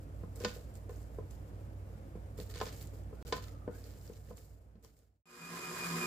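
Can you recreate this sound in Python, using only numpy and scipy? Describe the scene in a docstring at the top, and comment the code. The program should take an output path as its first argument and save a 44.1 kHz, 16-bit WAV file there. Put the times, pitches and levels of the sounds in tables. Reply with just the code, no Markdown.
"""A kitchen: a soft spatula scrapes batter down a steel bowl and knocks its wall while appliances hum.
Strokes are shaped noise (wet fizz, rasp, bowl murmur) with a gliding squeak; knocks ring damped bowl
modes, and wet ticks are brief puffs of noise. The sound drops out for a moment, then air and strokes fade.
After a short silence a running stand mixer fades in: hum, drive resonances, whirr, thrum and gear whine."""
import sys
import numpy as np
from scipy import signal
from scipy.fft import rfft, irfft, next_fast_len
from scipy.io import wavfile
from scipy.ndimage import map_coordinates

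SR = 44100
rng = np.random.default_rng(int(sys.argv[2]) if len(sys.argv) > 2 else 0)


def store_pcm(level_fs):
    """Save levels as 16-bit WAV."""
    pcm = np.round(np.clip(level_fs, -1, 1) * 32767).astype(np.int16)
    wavfile.write(sys.argv[1], SR, np.atleast_2d(pcm).T)


N = 267638


def amp(db):
    """Decibel law: amplitude gain of a level in dB."""
    return 10 ** (np.asarray(db) / 20)


def unit(x):
    """Normalisation: x scaled to rms 1."""
    return x / np.sqrt(np.mean(x ** 2) + 1e-20)


def along(points, hz):
    """Interpolation of (pitch, value) points on a logarithmic frequency axis."""
    f, v = np.transpose(points)
    return np.interp(np.log(hz + 1), np.log(f + 1), v)


def curves(rows):
    """Linear interpolation in time: one value per sample for each column after the time."""
    s, *cols = np.transpose(rows)
    return [np.interp(np.arange(N) / SR, s, c) for c in cols]


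def wobble(rate):
    """Random modulation: a smooth curve through normal random knots, rate knots a second."""
    knots = rng.standard_normal(int(N * rate / SR) + 4)
    return map_coordinates(knots, [np.arange(N) * rate / SR])


def filtered(x, response):
    """Linear filtering: the spectrum of x times a response of frequency."""
    m = next_fast_len(N + SR // 2)
    return irfft(rfft(x, m) * response(np.fft.rfftfreq(m, 1 / SR)), m)[..., :N]


def spread(pair, gain, alike, lean):
    """Interchannel coherence: two unrelated signals coloured and mixed to a likeness and lean."""
    def mix(hz):
        turn = np.arccos(np.clip(along(alike, hz), -1, 1)) / 2
        return gain(hz) * [np.cos(turn), np.sin(turn)]

    mid, side = filtered(pair, mix)
    left_right = np.array([mid + side, mid - side]) / np.sqrt(np.mean(mid ** 2))
    return filtered(left_right, lambda hz: amp(np.outer([.5, -.5], along(lean, hz))))


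def rush(spectrum, alike, lean, grain_db=0):
    """Coloured stereo noise: grain_db modulates its level into fast spits."""
    pair = rng.standard_normal((2, N)) * amp(grain_db * wobble(400))
    return spread(pair, lambda hz: amp(along(spectrum, hz)), alike, lean)


def tones(lines, lean, waver_db, drift):
    """Line spectrum: steady sines whose level (dB) and phase (radians) wander a little."""
    t, sides = np.arange(N) / SR, np.array([[.5], [-.5]])
    total = 0
    for hz, db in lines:
        gain = amp(db + waver_db * wobble(5) + sides * along(lean, hz)) * np.sqrt(2)
        total = total + gain * np.sin(2 * np.pi * hz * t + drift * wobble(2.88))
    return total


def dying(x, decays):
    """Frequency-dependent damping: each band dies at its own t60 from (pitch_hz, t60_s)."""
    hz, t, z = signal.stft(x, SR, nperseg=128)
    decay = amp(-60 * t / along(decays, hz)[:, None])
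    return signal.istft(z * decay, SR, nperseg=128)[1][..., :x.shape[-1]]


# appliance tones: pitch_hz, level_db
HUM_TONES = [(58.3, -50.5), (95.5, -51.5), (143, -63.5), (214, -70.5), (285, -71.5)]
# spectrum of kitchen air and microphone hiss: pitch_hz, relative density_db
AIR_SPECTRUM = [(15, -50.5), (25, -26.5), (48, -4), (96, -3.5), (174, -13.5), (216, -14.5), (241, -20),
                (283, -13), (402, -20.5), (540, -17), (1090, -31), (1350, -32), (4080, -47.5), (12000, -50),
                (15700, -58)]
# left-right likeness of the air: pitch_hz, coherence (0-1)
AIR_COHERENCE = [(60, 0.92), (180, 0.99), (550, 0.98), (1650, 0.2), (5000, 0.21), (15000, .05)]
# stereo lean of the air and tones: pitch_hz, left minus right_db
AIR_BALANCE = [(55, -5), (100, -1.5), (180, -1), (550, 2), (1650, 0.5), (5000, -2), (15000, 2.5)]
AIR_DB, AIR_LAG_S = -51.5, 0.00035  # mean level; later arrival at the right channel


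def air():
    """Tonal and broadband background: appliance tones over room noise with an interchannel delay."""
    noise = amp(AIR_DB + .6 * wobble(11)) * rush(AIR_SPECTRUM, AIR_COHERENCE, AIR_BALANCE)
    noise[1] = np.roll(noise[1], round(AIR_LAG_S * SR))
    return tones(HUM_TONES, AIR_BALANCE, waver_db=1.6, drift=0.65) + noise


# spatula strokes, the first being the blade resting in the batter:
# start_s, length_s, wet fizz_db, rasp on the steel_db, bowl murmur_db
STROKES = [(0.0, 4.9, -80, -83, -70.5), (0.0, 0.037, -77.5, -87, -82), (0.35, 0.05, -66, -74.5, -60),
           (0.395, 0.074, -64.5, -60.5, -68.5), (0.466, 0.028, -65.5, -55.5, -74),
           (0.528, 0.035, -64.5, -62.5, -72.5), (0.74, 0.017, -71, -73.5, -70),
           (0.89, 0.12, -70.5, -73, -70), (1.297, .03, -70, -75, -77), (2.369, .008, -63, -65, -65),
           (2.394, 0.016, -63, -62, -66), (2.488, 0.029, -61.5, -61, -59), (2.536, .05, -64.5, -57.5, -63),
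           (2.6, 0.081, -62.5, -54.5, -64.5), (2.712, 0.023, -64, -65, -68), (2.758, .08, -62.5, -65, -70),
           (2.927, .03, -69.5, -73.5, -69), (3.207, 0.055, -70, -67.5, -63.5),
           (3.26, 0.035, -64, -62.5, -66), (3.326, 0.044, -65, -53.5, -68), (3.413, 0.061, -65, -62, -65.5),
           (3.702, .04, -72, -72, -61), (3.743, 0.061, -65, -68, -59.5), (3.833, 0.33, -66.5, -67.5, -64),
           (4.158, 0.22, -67.5, -70, -63), (4.358, 0.025, -61, -62, -61), (4.42, .13, -68, -74.5, -71),
           (4.822, 0.063, -61, -59, -58), (4.958, .07, -61.5, -63, -61), (5.061, .15, -71, -75.5, -69)]
ATTACK_S, RELEASE_DB_PER_S = .012, 169.5


def contact():
    """Envelopes with power addition: strokes rise, hold and trail off; gives fizz, rasp, murmur in dB."""
    t, power = np.arange(N) / SR, np.full((3, N), 1e-14)
    for start, length, *levels in STROKES:
        attack = np.clip((t - start) / ATTACK_S, 0, 1)
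        release = amp(-RELEASE_DB_PER_S * np.clip(t - start - length, 0, 1))
        power = power + np.outer(amp(levels), attack * release) ** 2
    return 10 * np.log10(power) + 1.5 * np.array([wobble(18) for _ in power])


# modes of the steel bowl: pitch_hz, level_db, free t60_s
BOWL_MODES = [(171.7, 4, .12), (214, -2, 0.12), (442.2, 3.5, 0.078), (474.5, 1, 0.092), (661, -9.5, 0.099),
              (817, -12.5, 0.026), (1037, 2, 0.097), (1251, -2, 0.11), (1472, -2.5, 0.12),
              (1776, -2.5, 0.11), (2210, -5, .035), (2550, -6, 0.081), (3030, -5.5, 0.026),
              (3710, -6.5, 0.095), (4457, -1, 0.09), (4840, -4, 0.079), (5270, -8, .03), (7000, -8.5, .04)]


def sing(hz):
    """Modal resonance: how strongly the bowl answers rubbing; a shorter decay gives a wider peak."""
    answer = 0
    for mode_hz, db, t60 in BOWL_MODES:
        width_hz = np.log(1000) / np.pi / t60
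        answer = answer + amp(db) / (1 + (2 * (hz - mode_hz) / width_hz) ** 2)
    return answer


# wet batter under the blade: pitch_hz, relative density_db
FIZZ_SPECTRUM = [(2350, -35.5), (4000, -7), (5030, -2), (6110, -5), (7550, 3.5), (8560, -5), (10200, -5),
                 (14500, 0), (15200, -1), (15700, -24)]
# blade edge on steel, before the bowl's resonance: pitch_hz, relative density_db
RASP_SPECTRUM = [(710, -33), (1200, -5), (1740, -2), (2080, -3.5), (2290, -4), (3540, -3.5), (4500, -2),
                 (5520, -6), (7010, -6), (8680, -18), (10000, -21), (13000, -46.5), (22000, -120)]
# bowl murmur, before the bowl's resonance: pitch_hz, relative density_db
MURMUR_SPECTRUM = [(150, -30), (250, 2.5), (354, -9), (441, 2), (715, -11), (1030, -18.5), (1130, -11),
                   (2500, -21.5), (3250, -48.5), (5500, -120)]
# left-right likeness of the strokes: pitch_hz, coherence (0-1)
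STROKE_COHERENCE = [(200, 1), (500, 0.74), (1000, 0.68), (3000, 0.19), (8000, 0.1)]
# hollow, gliding rub as the blade bends along the wall: time_s, pitch_hz, level_db
SQUEAK_GLIDE = [(3.1, 1200, -91.5), (3.19, 1440, -67), (3.3, 1500, -71.5), (3.44, 1330, -66.5),
                (3.56, 1244, -61.5), (3.67, 1217, -62), (3.77, 1650, -59), (3.84, 1700, -95)]


def strokes():
    """Friction noise: wet batter fizzes, the edge rasps, the bowl's modes colour rasp and murmur."""
    fizz_db, rasp_db, murmur_db = contact()
    flutter = 1.6 * wobble(60)
    # leans are (pitch_hz, left minus right_db)
    fizz = rush(FIZZ_SPECTRUM, STROKE_COHERENCE, [(3000, -5.5), (12000, 1.5)], grain_db=1.5)
    rasp = rush(RASP_SPECTRUM, STROKE_COHERENCE, [(2000, 2.5), (8000, -7.0)], grain_db=3.5)
    murmur = rush(MURMUR_SPECTRUM, STROKE_COHERENCE, [(500, 0.6), (2000, -4.5)], grain_db=1.5)
    fizz = amp(fizz_db + flutter) * fizz
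    rubbing = np.array([amp(rasp_db + flutter) * rasp, amp(murmur_db + flutter) * murmur])
    rasp, murmur = filtered(rubbing, lambda hz: 0.68 + 0.86 * sing(hz))
    squeak_hz, squeak_db = curves(SQUEAK_GLIDE)
    roughness = np.array([wobble(170), wobble(170)])
    squeak = amp(squeak_db) * roughness * np.sin(2 * np.pi * np.cumsum(squeak_hz) / SR)
    return fizz + rasp + murmur + squeak


# knocks on the bowl: start_s, level_db, hardness (0-1), base thud_db, wall ring_db, left minus right_db
KNOCKS = [(0.234, -39.5, .2, -2, -18, 0.5), (0.406, -30, .4, -21.5, -28.5, 1),
          (0.421, -37.5, 0.73, -12, -21, -5), (0.437, -29.5, 0.75, -16, -33, -0.5),
          (0.447, -18, 0.98, -21.5, -19.5, -1.5), (0.563, -38.5, 0.5, -25, -25, 1),
          (0.894, -33.5, 0.44, -23, -26.5, -0.5), (1.185, -31, 0.05, -10.5, -25, 1),
          (2.153, -40.5, 0.1, -1, -27, -1.5), (2.386, -35, 0.23, -13.5, -26.5, 0),
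          (2.398, -33, 0.62, -14.5, -34, -3.0), (2.557, -36.5, 0.97, -14, -20, -2.5),
          (2.601, -34, 0.97, -21, -14, -1), (2.6125, -22.5, 0.82, -22, -13, -1),
          (2.666, -34, 0.87, -19, -21, -1), (2.933, -47, .5, -13.5, -24, 5),
          (3.127, -40.5, 0, -20, -18.5, 3), (3.213, -47, 0.4, -18, -21, -1.5),
          (3.324, -20, 0.99, -19.5, -12.5, 0.5), (3.365, -39, 0.97, -6.5, -14.5, -2),
          (3.377, -40.5, 1.0, -13, -8, -3), (3.676, -26, 0.11, -12.5, -22.5, 2),
          (3.697, -50, .4, -12, -17, -1), (4.097, -39, .4, -7, -28, 3.5),
          (4.308, -38, 0.2, -6.5, -18.5, 0.5), (4.754, -51.5, 0.56, 4, -26, 0),
          (4.845, -53.5, 0.8, -14, -13, 4)]
# force spectrum of a blow: pitch_hz, softest_db, hardest_db
BLOW_SPECTRUM = [(446, -4, -15), (1985, -38.5, -20.5), (4500, -54, -17), (7500, -63, -25.5),
                 (10000, -81, -50)]
# decay of the dense upper modes: pitch_hz, t60_s
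CLACK_DECAY = [(300, 0.1), (1000, 0.056), (4000, 0.034), (10000, 0.028)]
THUD_HZ, WALL_HZ, THUD_FALL_DB = 170, 1062, 22.5  # the fall is from the thud down to 60 Hz
SCATTER_DB, SCATTER_PITCH = 3, .01  # blow to blow: mode level, share of mode pitch
DAMPED = (0.73, 0.87)  # share of free t60 that hand and batter allow: softest, hardest blow
CONTACT_S = (.0016, 0.00056)  # time constant of the blade landing: softest, hardest blow


def knocks():
    """Modal impact: each blow rings damped bowl modes; harder contact reaches the higher ones."""
    out, t = np.zeros((2, N + SR)), np.arange(SR // 4) / SR
    hz, level, t60 = np.transpose(BOWL_MODES)[:, :, None]
    bins = np.fft.rfftfreq(len(t), 1 / SR)
    rise = 1 - np.exp(-t * hz / 1.04)  # about a cycle
    chance = rng.standard_normal((len(KNOCKS), len(BOWL_MODES), 3))
    for (start, db, hard, thud_db, wall_db, pan), luck in zip(KNOCKS, chance):
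        force = [(60, thud_db - THUD_FALL_DB), (THUD_HZ, thud_db), (WALL_HZ, wall_db)]
        force += [(f, soft + hard * (firm - soft)) for f, soft, firm in BLOW_SPECTRUM]
        force.sort()
        damped_t60 = t60 * np.interp(hard, (0, 1), DAMPED)
        landing = 1 - np.exp(-t / np.interp(hard, (0, 1), CONTACT_S))
        gain = amp(along(force, hz) + level + SCATTER_DB * luck[:, :1] - 60 * t / damped_t60)
        phase = 2 * np.pi * hz * (1 + SCATTER_PITCH * luck[:, 1:2]) * t
        # noise common to both channels, and noise that sets them apart in the treble
        colour = amp(along(force, bins)) * np.array([bins > 0, bins / (bins + 700)])
        shared, own = irfft(rfft(rng.standard_normal((2, len(t)))) * colour, len(t))
        for channel, side in enumerate((.5, -.5)):
            # upper modes reach the two channels out of step
            lag = luck[:, 2:] * side * np.minimum(hz / 1500, 1.5)
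            ring = np.sum(gain * rise * np.sin(phase + lag), axis=0)
            clack = amp(13.0) * dying(shared + 2.0 * side * own, CLACK_DECAY) * landing
            out[channel, round(start * SR):][:len(t)] += amp(db + pan * side) * (ring + clack)
    return out[:, :N]


# batter letting go: start_s, relative level_db, pitch_hz, left minus right_db
BATTER_TICKS = [(0.359, -42, 7650, -7), (0.4027, -45, 5800, -13.5), (0.741, -53, 7610, -6),
                (0.7544, -47, 7360, -7), (0.8939, -55, 7640, -12), (0.9098, -55, 7270, -15),
                (0.943, -57, 7500, 1), (0.961, -51, 6800, -6), (1.0296, -54, 7900, -6.5),
                (1.3096, -45.5, 7310, -1), (2.379, -50, 4370, -3.5), (2.401, -38.5, 4460, -4),
                (2.4743, -53, 4510, 0.5), (2.5114, -45, 4380, -11.5), (2.54, -43, 4430, -11),
                (2.5593, -45, 7830, -8), (2.6664, -48, 4950, -11.5), (2.7283, -46, 7350, -13.5),
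                (2.764, -44, 7200, -5), (2.8265, -39, 14000, 2), (2.8723, -45, 7700, -3),
                (3.0365, -58, 7600, -3.5), (3.277, -42.5, 7300, -4), (3.441, -47.5, 4340, -7),
                (3.7306, -54, 7850, -2), (3.7694, -57.5, 7420, 6), (3.841, -47.5, 5100, -9),
                (3.9074, -53, 5190, -1.5), (3.9848, -58, 7710, 9), (4.0133, -52.5, 5230, -2.5),
                (4.0768, -47.5, 5160, 2), (4.133, -53, 6610, 1.5), (4.372, -48.5, 7300, -4),
                (4.827, -61, 6930, 4.5), (4.847, -47, 5340, 6), (4.9903, -59, 7530, -6)]


def ticks():
    """Band-limited transients: short wet clicks, puffs of noise gathered around a pitch."""
    out, t = np.zeros((2, N + SR)), np.arange(SR // 40) / SR
    bins = np.fft.rfftfreq(len(t), 1 / SR)
    decay = amp(-60 * t / 0.007) + 0.18 * amp(-60 * t / 0.043)  # t60s of 7 and 43 ms
    for start, db, hz, pan in BATTER_TICKS:
        colour = 0.18 * (bins / (bins + 3000)) + 1 / (1 + ((bins - hz) / 900) ** 2)
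        noise = irfft(rfft(rng.standard_normal((2, len(t)))) * colour, len(t))
        gain = amp(db - 5.5 + pan * np.array([[.5], [-.5]]))
        out[:, round(start * SR):][:, :len(t)] += gain * unit(noise) * decay
    return out[:, :N]


# reverberation of the kitchen: pitch_hz, t60_s
KITCHEN_DECAY = [(200, 0.12), (1500, 0.32), (6000, 0.22), (14000, 0.19)]


def room(x):
    """Reverberation: convolution with a decaying noise tail after a short delay."""
    tail = dying(rng.standard_normal((2, SR // 2)), KITCHEN_DECAY)
    delayed = np.pad(x, ((0, 0), (300, 0)))  # samples
    return signal.fftconvolve(delayed, tail / np.linalg.norm(tail[0]), axes=1)[:, :N]


# magnetic hum of the motor: pitch_hz, level_db before modulation and fade
MOTOR_HUM = [(60, -67.5), (240, -56), (360, -48.5), (480, -59.5)]
# resonances shaken by the drive: pitch_hz, width_hz, level_db before the fade
DRIVE_RESONANCES = [(273.5, 15, -59.5), (427, 17, -60), (750.5, 19, -61), (980, 30, -65), (1031, 65, -52),
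                    (1103, 19, -77), (1274, 17, -58.5), (1400, 39, -65), (1647, 84, -56.5), (2070, 18, -64),
                    (2452, 73, -55), (4940, 480, -56.5), (7280, 1140, -54)]
# brushes, fan and gears: pitch_hz, relative density_db
WHIRR_SPECTRUM = [(24, -48), (40, -22), (117, -13.5), (166, -11.5), (303, -15), (361, -9.5), (409, -11.5),
                  (844, -18), (1000, -8.5), (2240, -14.5), (2470, -29), (2660, -18.5), (7420, -22.5),
                  (13500, -24.5), (15700, -34)]
# left-right likeness of whirr and resonances: pitch_hz, coherence (0-1)
WHIRR_COHERENCE = [(60, 0.91), (180, 1), (550, 0.69), (1650, 0.064), (4970, 0.024), (15000, 0.0092)]
# stereo lean of whirr, resonances and hum: pitch_hz, left minus right_db
WHIRR_BALANCE = [(60, -3), (180, 2.5), (550, -1), (1650, -2), (4970, -2.5), (15000, 1)]
# wavering housing thrum: time_s, level_db before the fade
THRUM_LEVEL = [(5.26, -44.5), (5.352, -72), (5.42, -42.5), (5.49, -49), (5.526, -40), (5.578, -46),
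               (5.606, -61), (5.7, -44), (5.745, -55), (5.94, -39), (5.99, -42.5), (6.069, -58)]
WHIRR_DB = -44
THRUM_HZ, MESH_HZ = 171, 1226
SWELL_HZ, SWELL_PEAK_S = 5.13, 5.45  # the whine swells as the whisk goes round
MESH_DB, OCTAVE_DB = (-51, 2.5), (-47, 6.5)  # (mean dB, swell depth dB)
MESH_LAG = 0.23  # the lower tone swells after its octave (share of a round)


def mixer(fade):
    """Machine noise: hum, broad resonances and whirr, with a thrum and amplitude-modulated gear whine."""
    t = np.arange(N) / SR
    thrum_db, = curves(THRUM_LEVEL)
    turn = 2 * np.pi * SWELL_HZ * (t - SWELL_PEAK_S)
    mesh_db = MESH_DB[0] + MESH_DB[1] * np.cos(turn - 2 * np.pi * MESH_LAG) + 3 * wobble(15)
    octave_db = OCTAVE_DB[0] + OCTAVE_DB[1] * np.cos(turn) + 0.94 * wobble(40)
    whirr = rush(WHIRR_SPECTRUM, WHIRR_COHERENCE, WHIRR_BALANCE, grain_db=1.5)
    whirr = amp(WHIRR_DB + 0.74 * wobble(40)) * whirr
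    hum = tones(MOTOR_HUM, WHIRR_BALANCE, waver_db=3.0, drift=1.0) * (1 + 0.4 * wobble(30))
    drive = np.zeros((2, N))
    for hz, width, db in DRIVE_RESONANCES:
        peak = lambda f: 1 / (1 + ((f - hz) / width * 2) ** 2)
        drive += amp(db) * spread(rng.standard_normal((2, N)), peak, WHIRR_COHERENCE, WHIRR_BALANCE)
    thrum_phase = 2 * np.pi * THRUM_HZ * t + 0.64 * wobble(15) + 0.22 * wobble(50)
    thrum = amp(thrum_db) * np.sqrt(2) * np.sin(thrum_phase)
    teeth = 2 * np.pi * MESH_HZ * t + .5 * wobble(20) + 0.29 * wobble(90)  # slightly uneven tooth contact
    apart = np.array([[.6], [-.6]])  # the whine reaches the channels out of step (radians)
    whine = amp(mesh_db) * np.sin(teeth + apart) + amp(octave_db) * np.sin(2 * teeth + 1.1 * apart)
    return fade * (hum + drive + whirr + thrum + whine)


DROP_FROM_S, DROP_TO_S = 3.2265, 3.2500
FADE_OUT_S = (3.25, 5.23)  # linear fade of air and strokes: from, to
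# the mixer's linear fade: zero, first heard, unity gain (it keeps rising after that)
MIXER_ZERO_S, MIXER_START_S, MIXER_UNITY_S = 5.235, 5.256, 5.977


def scene():
    """Superposition: kitchen layers add, drop out briefly and fade; then the mixer fades in."""
    t = np.arange(N) / SR
    hits = knocks() + ticks()  # these keep their own levels through the fade
    fade_out = np.interp(t, FADE_OUT_S, (1, 0))
    kitchen = fade_out * (air() + strokes()) + hits + amp(-9) * room(hits)
    kitchen = kitchen * ((t < DROP_FROM_S) | (t > DROP_TO_S))
    fade_in = (t - MIXER_ZERO_S) / (MIXER_UNITY_S - MIXER_ZERO_S)
    return kitchen + mixer(fade_in) * (t > MIXER_START_S)


TOP_HZ = 15600


def record(dry):
    """Band limiting: the camera keeps nothing from its band limit up."""
    return filtered(dry, lambda hz: hz < TOP_HZ)


dry = scene()
out = record(dry)
store_pcm(out)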